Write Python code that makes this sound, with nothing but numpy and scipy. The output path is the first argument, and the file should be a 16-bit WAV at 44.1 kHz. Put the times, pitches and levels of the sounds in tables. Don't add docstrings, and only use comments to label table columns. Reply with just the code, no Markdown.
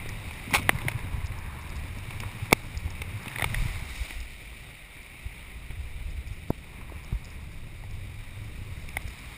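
import sys
import numpy as np
from scipy import signal
from scipy.fft import rfft, irfft
from scipy.io import wavfile
from scipy.ndimage import uniform_filter1d

SR = 44100
rng = np.random.default_rng(int(sys.argv[2]) if len(sys.argv) > 2 else 0)


def master_out(mix):
    frames = np.transpose(np.atleast_2d(mix))
    ceiling = np.clip(frames, -1, 1)
    pcm = np.round(ceiling * 32767).astype(np.int16)
    wavfile.write(sys.argv[1], SR, pcm)


N = 413216

# (time [s], level [dB], middle tones [dB re level], fizz [dB re level])
WATER = [(0.0, -42.5, -4.5, -6), (0.31, -44.5, 0, 0), (0.63, -41.5, -6, -6), (0.75, -44.5, 9.5, -1.5),
         (1.23, -46.5, 4.5, -3), (1.54, -48, 14, -2), (1.8, -46.5, 2, -0.5), (2.4, -44.5, 1.5, -1.5),
         (2.61, -47, 1, 1), (3.05, -46, -2, -2.5), (3.3, -44, 5.5, -1.5), (3.62, -40, -5.5, 2.5),
         (3.81, -43.5, -0.5, 1), (3.97, -42, -6, 5.5), (4.1, -42, -11, 3), (4.25, -46, -12, -1),
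         (4.91, -48, -8.5, -4), (5.4, -47, -7, -4), (5.65, -49, -6.5, -3), (6.6, -50, -9, -1.5),
         (6.85, -50, 4, -3.5), (7.15, -50, -1.5, -0.5), (7.8, -52, -4, 0.5), (8.38, -49.5, -3.5, -0.5),
         (8.6, -50, -3, 0.5), (8.9, -49, -2, 0.5), (9.37, -45.5, -4.5, 0.5)]


def gain_of(db):
    return 10 ** (np.asarray(db) / 20)


def evened(x):
    return x / np.sqrt(np.mean(x ** 2) + 1e-20)


def add(mix, s, sound):
    part = mix[round(s * SR):][:len(sound)]
    part += sound[:len(part)]


def ride(table, column, t):
    rows = np.array(table)
    return np.interp(t, rows[:, 0], rows[:, column])


def coloured(x, spectrum):
    hz, db = np.transpose(spectrum)
    curve_db = np.interp(np.log(np.fft.rfftfreq(N, 1 / SR) + 1), np.log(hz + 1), db)
    return evened(irfft(rfft(x) * gain_of(curve_db), N))


def rush():
    # (frequency [Hz], relative density [dB])
    spectrum = [(90, -42), (150, -8), (500, -16.5), (980, -8.5), (1500, -14), (1760, -12), (1900, -7.5),
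                (2330, -3), (2700, -10), (3350, -17), (3740, -10), (4150, -21), (5300, -18.5),
                (6200, -21.5), (8000, -72)]
    droplets = gain_of(2.02 * np.minimum(rng.exponential(1, N), 5))
    droplets *= rng.random(N) < 1500 / SR
    drive = rng.standard_normal(N) + .5 * evened(droplets * rng.standard_normal(N))
    hz, t, bands = signal.stft(coloured(drive, spectrum), SR, nperseg=512, noverlap=384)
    hz = hz[:, None]
    patches = evened(uniform_filter1d(uniform_filter1d(rng.standard_normal(bands.shape), 6, 0), 20, 1))
    flicker = evened(uniform_filter1d(rng.standard_normal(len(t)), 4))
    middle = 0.65 * np.exp(-np.log(hz / 1000 + 1e-9) ** 2 / 0.13)
    middle += 0.13 * np.exp(-((hz - 990) / 110) ** 2)
    middle += 0.54 * np.exp(-((hz - 1680) / 150) ** 2)
    fizz = np.clip(np.log2(hz / 2800 + 1e-9), 0, 1)
    tone_db = middle * ride(WATER, 2, t) + fizz * ride(WATER, 3, t)
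    level_db = ride(WATER, 1, t) + 0.65 * patches + 0.76 * flicker
    return signal.istft(bands * gain_of(level_db + tone_db), SR, nperseg=512, noverlap=384)[1][:N]


def shaking():
    # (frequency [Hz], relative density [dB])
    spectrum = [(8.8, -52), (15, 5.5), (85, -5.5), (127, -4), (167, -10), (238, -17), (439, -25),
                (587, -27), (700, -33), (910, -82), (1540, -120)]
    # (time [s], level [dB], upper rumble [dB re deep rumble], hull drone [Hz])
    skipping = [(0.0, -40, -0.5, 101), (0.18, -36.5, 1, 91), (0.35, -45, 5.5, 78), (0.6, -37, 5, 84),
                (0.8, -39.5, 6, 112), (1.23, -35.5, -3, 85), (1.54, -39, 1, 79), (1.85, -36, -0.5, 84),
                (2.45, -43, 4.5, 106), (3.05, -36, -2.5, 75.4), (3.3, -53.5, 14, 110),
                (3.45, -35.5, 1, 112), (3.6, -26, -11.5, 117), (3.81, -39, -2, 70.5), (4.1, -40, -17, 53.4),
                (4.54, -45, 2, 53), (4.91, -51, 0, 51), (5.55, -44.5, -1, 56), (6.03, -34, -7.5, 61),
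                (6.45, -43, -0.5, 82), (7.1, -44, 2.5, 60), (7.9, -38, -3.5, 102), (8.55, -38, -3, 92),
                (8.92, -39.5, -1, 75), (9.37, -48.5, 3, 60.6)]
    drone_db, drone_width_hz = -6, 40
    t = np.arange(N) / SR
    lumps = evened(uniform_filter1d(uniform_filter1d(rng.standard_normal(N), 900), 900))
    drive = rng.standard_normal(N) * gain_of(1.9 * lumps)
    rumble = coloured(drive, spectrum)
    deep = signal.sosfiltfilt(signal.butter(2, 75, fs=SR, output="sos"), rumble)
    upper = (rumble - deep) * gain_of(ride(skipping, 2, t))
    turn = np.exp(2j * np.pi * np.cumsum(ride(skipping, 3, t)) / SR)
    pole = np.exp(-np.pi * drone_width_hz / SR)
    drone = evened((turn * signal.lfilter([1], np.poly([pole, pole]), drive / turn)).real)
    return (deep + upper + gain_of(drone_db) * drone) * gain_of(ride(skipping, 1, t))


def bumps():
    # (centre time [s], peak [dB], frequency [Hz], width [cycles])
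    jolts = [(0.06, -33, 440, 0.96), (0.175, -23.5, 90, 0.49), (0.272, -24.5, 94, 0.47),
             (0.48, -31, 215, 1.4), (0.527, -26, 252, 1.7), (0.539, -26.5, 183, 1.2),
             (0.598, -29.5, 244, 1.3), (0.732, -28, 170, 1.1), (0.754, -20.5, 107, 1),
             (0.852, -26.5, 286, 0.91), (0.868, -20.5, 121, 1.7), (0.957, -23.5, 119, 1.6),
             (1.149, -22, 67, 1.04), (1.184, -23, 82, 0.68), (1.247, -22.5, 79, 1.2),
             (2.088, -26, 105, 0.86), (2.201, -28, 87, 0.54), (2.429, -25.8, 104, 1.5),
             (2.529, -6.5, 304, 0.63), (2.53, -12.5, 193, 0.68), (2.771, -23, 59.6, 0.89),
             (2.861, -18.5, 72, 0.57), (3.161, -29.5, 109, 2.6), (3.272, -26, 141, 0.31),
             (3.429, -24, 104, 1.2), (3.463, -21, 96, 0.94), (3.531, -25, 115, 0.46),
             (3.624, -24, 116, 1.1), (3.659, -17.5, 88, 0.56), (3.826, -25.5, 67.5, 0.43),
             (4.018, -24, 56, 0.86), (5.264, -25, 67, 0.8), (5.705, -28, 64.6, 0.31),
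             (5.796, -26, 67.5, 1.6), (6.061, -30, 60, 1.3), (6.187, -28, 64, 2.3), (6.313, -29, 93, 1.4),
             (6.505, -9.5, 192, 0.27), (7.127, -37.5, 328, 1.4), (7.129, -17, 93, 0.56),
             (7.149, -22, 51, 1.2), (7.939, -35, 85, 1.5), (9.056, -25.5, 76.5, 0.63)]
    out = np.zeros(N)
    for (s, db, hz, width), direction in zip(jolts, np.sign(rng.standard_normal(len(jolts)))):
        cycles = np.arange(-2 * SR // hz, 6 * SR // hz) * hz / SR
        swell = np.exp(-(cycles / (max(width, .3) * np.where(cycles < 0, .5, .8))) ** 2)
        swing = np.cos(2 * np.pi * (cycles - 0.016 * cycles * abs(cycles)))
        add(out, s + cycles[0] / hz, direction * gain_of(db) * swell * swing)
    return out


def shell_ring(middle_hz, low_hz):
    # (frequency [Hz], level [dB], time to fall 60 dB [s])
    modes = [(348, 2, 0.018), (570, 2, 0.0083), (874, 1.5, 0.014), (1260, 1, 0.0047), (2000, 4.5, 0.0069),
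             (2200, 8.5, 0.004), (2633, 4.5, 0.0048), (3615, 5, 0.0054), (4860, -5.5, 0.01),
             (5220, -3.5, 0.0099), (5690, -5, 0.032)]
    t, parts = np.arange(1500) / SR, np.zeros((3, 1500))
    for k, (hz, db, t60) in enumerate(modes):
        part = np.searchsorted([1500, 4200], hz)
        spot_db = (-9 * abs(np.log2(hz / low_hz)), -22 * abs(np.log2(hz / middle_hz)), 0)[part]
        parts[part] += (-1) ** k * gain_of(db + spot_db - 60 * t / t60) * np.sin(2 * np.pi * hz * t)
    return parts


def knocks():
    # (time [s], middle modes' peak [dB],
    # middle tone [Hz], low modes' peak [dB], high modes' peak [dB], low tone [Hz])
    drops = [(0.0891, -31, 1900, -51, -32, 1290), (0.3082, -28.5, 2340, -37, -57, 939),
             (0.5072, -41, 2380, -32, -38, 1010), (0.537, -14.5, 1980, -30, -27, 1140),
             (0.554, -35, 2450, -17.5, -35, 1180), (0.6919, -3, 1870, -8.5, -28, 870),
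             (0.816, -29.5, 2550, -36, -55, 907), (0.8826, -13, 1850, -24, -35, 664),
             (2.1057, -30, 2450, -38.5, -47, 956), (2.2012, -26, 2480, -41, -34.5, 608),
             (2.2328, -33, 1790, -26.5, -60, 1040), (2.5092, -27, 2340, -34, -54, 519),
             (2.5209, -30, 1810, -17.5, -43, 870), (2.5274, -2, 2170, -6, -12.5, 780),
             (3.0174, -23.5, 2340, -33, -36, 1200), (3.258, -33, 2340, -32, -47, 1200),
             (3.2794, -27, 2660, -46, -39, 840), (3.3585, -21, 1850, -38, -52, 915),
             (3.3845, -21.5, 2200, -37, -46, 1260), (3.3945, -23, 1970, -27, -51, 910),
             (3.41, -24, 1890, -28, -49, 1300), (3.4213, -14, 1880, -24, -42, 850),
             (3.4417, -12.5, 2310, -20, -35, 1300), (3.4984, -28, 2210, -49, -53, 401),
             (3.544, -17.5, 2000, -31.5, -35, 802), (4.1058, -28.5, 2060, -35, -57, 452),
             (5.7049, -36, 1700, -41, -63, 440), (6.5024, -53, 2490, -23, -65, 680),
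             (6.8144, -52, 2300, -41, -65, 991), (6.8954, -50, 2190, -38, -63, 1060),
             (6.9194, -49, 2570, -35.5, -67, 400), (7.125, -53, 2250, -44, -64, 802),
             (7.8361, -42, 1750, -41, -66, 842), (8.8878, -31, 2360, -51, -42, 474),
             (8.968, -16, 1940, -24.5, -37, 730), (9.0763, -38, 1930, -42, -42, 447)]
    spread_s, small_count = 0.0013, 24
    out, t = np.zeros(N), np.arange(1500) / SR
    when, size, tone, low = rng.random((small_count, 4)).T
    when = when * (N / SR - .1)
    peak_db = ride(WATER, 1, when) + ride(WATER, 2, when) + 5 + 5 * size
    small = zip(when, peak_db, 1900 + 500 * tone, peak_db - 12 * low, peak_db - 22, 800 + 300 * tone)
    film = np.exp(-(t / (5.2 * spread_s)) ** 3)
    for s, middle_db, middle_hz, low_db, high_db, low_hz in drops + list(small):
        splatter = rng.standard_normal(len(t)) * t * np.exp(-t / spread_s)
        splatter_db = -5 - 0.29 * max(middle_db, low_db)
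        push = (t == 0) + gain_of(splatter_db) * splatter / np.linalg.norm(splatter)
        parts = signal.fftconvolve(push[None], shell_ring(middle_hz, low_hz))[:, :len(t)] * film
        parts /= abs(parts).max(1, keepdims=True)
        add(out, s + .0007, -gain_of([low_db, middle_db, high_db]) @ parts)
    return out


def spray():
    # (centre time [s], rms at the centre [dB], length [s])
    sheets = [(0.518, -39.5, 0.041), (0.536, -28, 0.0089), (0.553, -18.5, 0.046), (0.574, -31.5, 0.089),
              (0.889, -35, 0.035), (3.413, -50, 0.07)]
    drops = rng.standard_normal(N) * gain_of(1.8 * np.minimum(rng.exponential(1, N), 4))
    drops *= rng.random(N) < .1
    film = np.exp(-np.arange(1500) / 79.0)
    tap = gain_of([-8, 0, -14]) @ shell_ring(middle_hz=2280, low_hz=830) * film
    drumming = evened(signal.oaconvolve(drops, tap)[:N])
    swell = np.zeros(N)
    for s, db, length in sheets:
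        add(swell, s - length / 2, gain_of(db) * np.hanning(round(length * SR)))
    return drumming * swell


def ticks():
    # (time [s], peak [dB])
    clear = [(0.631, -37), (1.26, -38), (1.3874, -38), (1.6142, -44), (1.694, -40), (1.7574, -40),
             (1.9864, -39), (2.7741, -28.5), (2.904, -34.5), (3.231, -38.5), (3.2984, -41), (3.7234, -39),
             (4.2037, -34.5), (6.2746, -46), (6.328, -49), (7.0469, -42), (7.2463, -39), (7.3033, -43),
             (7.9099, -44), (9.02, -42), (9.0828, -36), (9.0974, -46), (9.1341, -48), (9.19, -38.5)]
    faint = [(s, -49.5) for s in rng.uniform(0, N / SR, size=14)]
    decay_s, follow_s, follow_db = 0.0012, 0.008, 3
    out, t = np.zeros(N), np.arange(600) / SR
    band = signal.butter(2, (4870, 5740), "bandpass", fs=SR, output="sos")
    for s, db in clear + faint:
        noise = rng.standard_normal((2, len(t)))
        first, second = signal.sosfilt(band, noise * np.exp(-t / decay_s))
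        add(out, s, gain_of(db) * first / abs(first).max())
        if noise[0, -1] > 0:
            add(out, s + follow_s, gain_of(db + follow_db) * second / abs(second).max())
    return out


def scene():
    return np.tile(rush() + shaking() + knocks() + spray() + bumps() + ticks(), (2, 1))


def record(dry):
    band_hz, edge_hz = 5800, 15290
    limited = signal.oaconvolve(dry, signal.firwin(63, band_hz, window=("kaiser", 5), fs=SR)[None], "same")
    slow = signal.resample_poly(limited, 40, 147, axis=1, window=("kaiser", 4))
    held = np.repeat(np.clip(slow, -1, 1), 4, axis=1)
    steps = signal.resample_poly(held, 147, 160, axis=1, window=("kaiser", 9))[:, :N]
    steps = np.pad(steps, ((0, 0), (0, N - steps.shape[1])))
    top_edge = signal.firwin(1023, edge_hz, window=("kaiser", 9), fs=SR)
    return signal.oaconvolve(steps, top_edge[None], "same")


dry = scene()
out = record(dry)
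master_out(out)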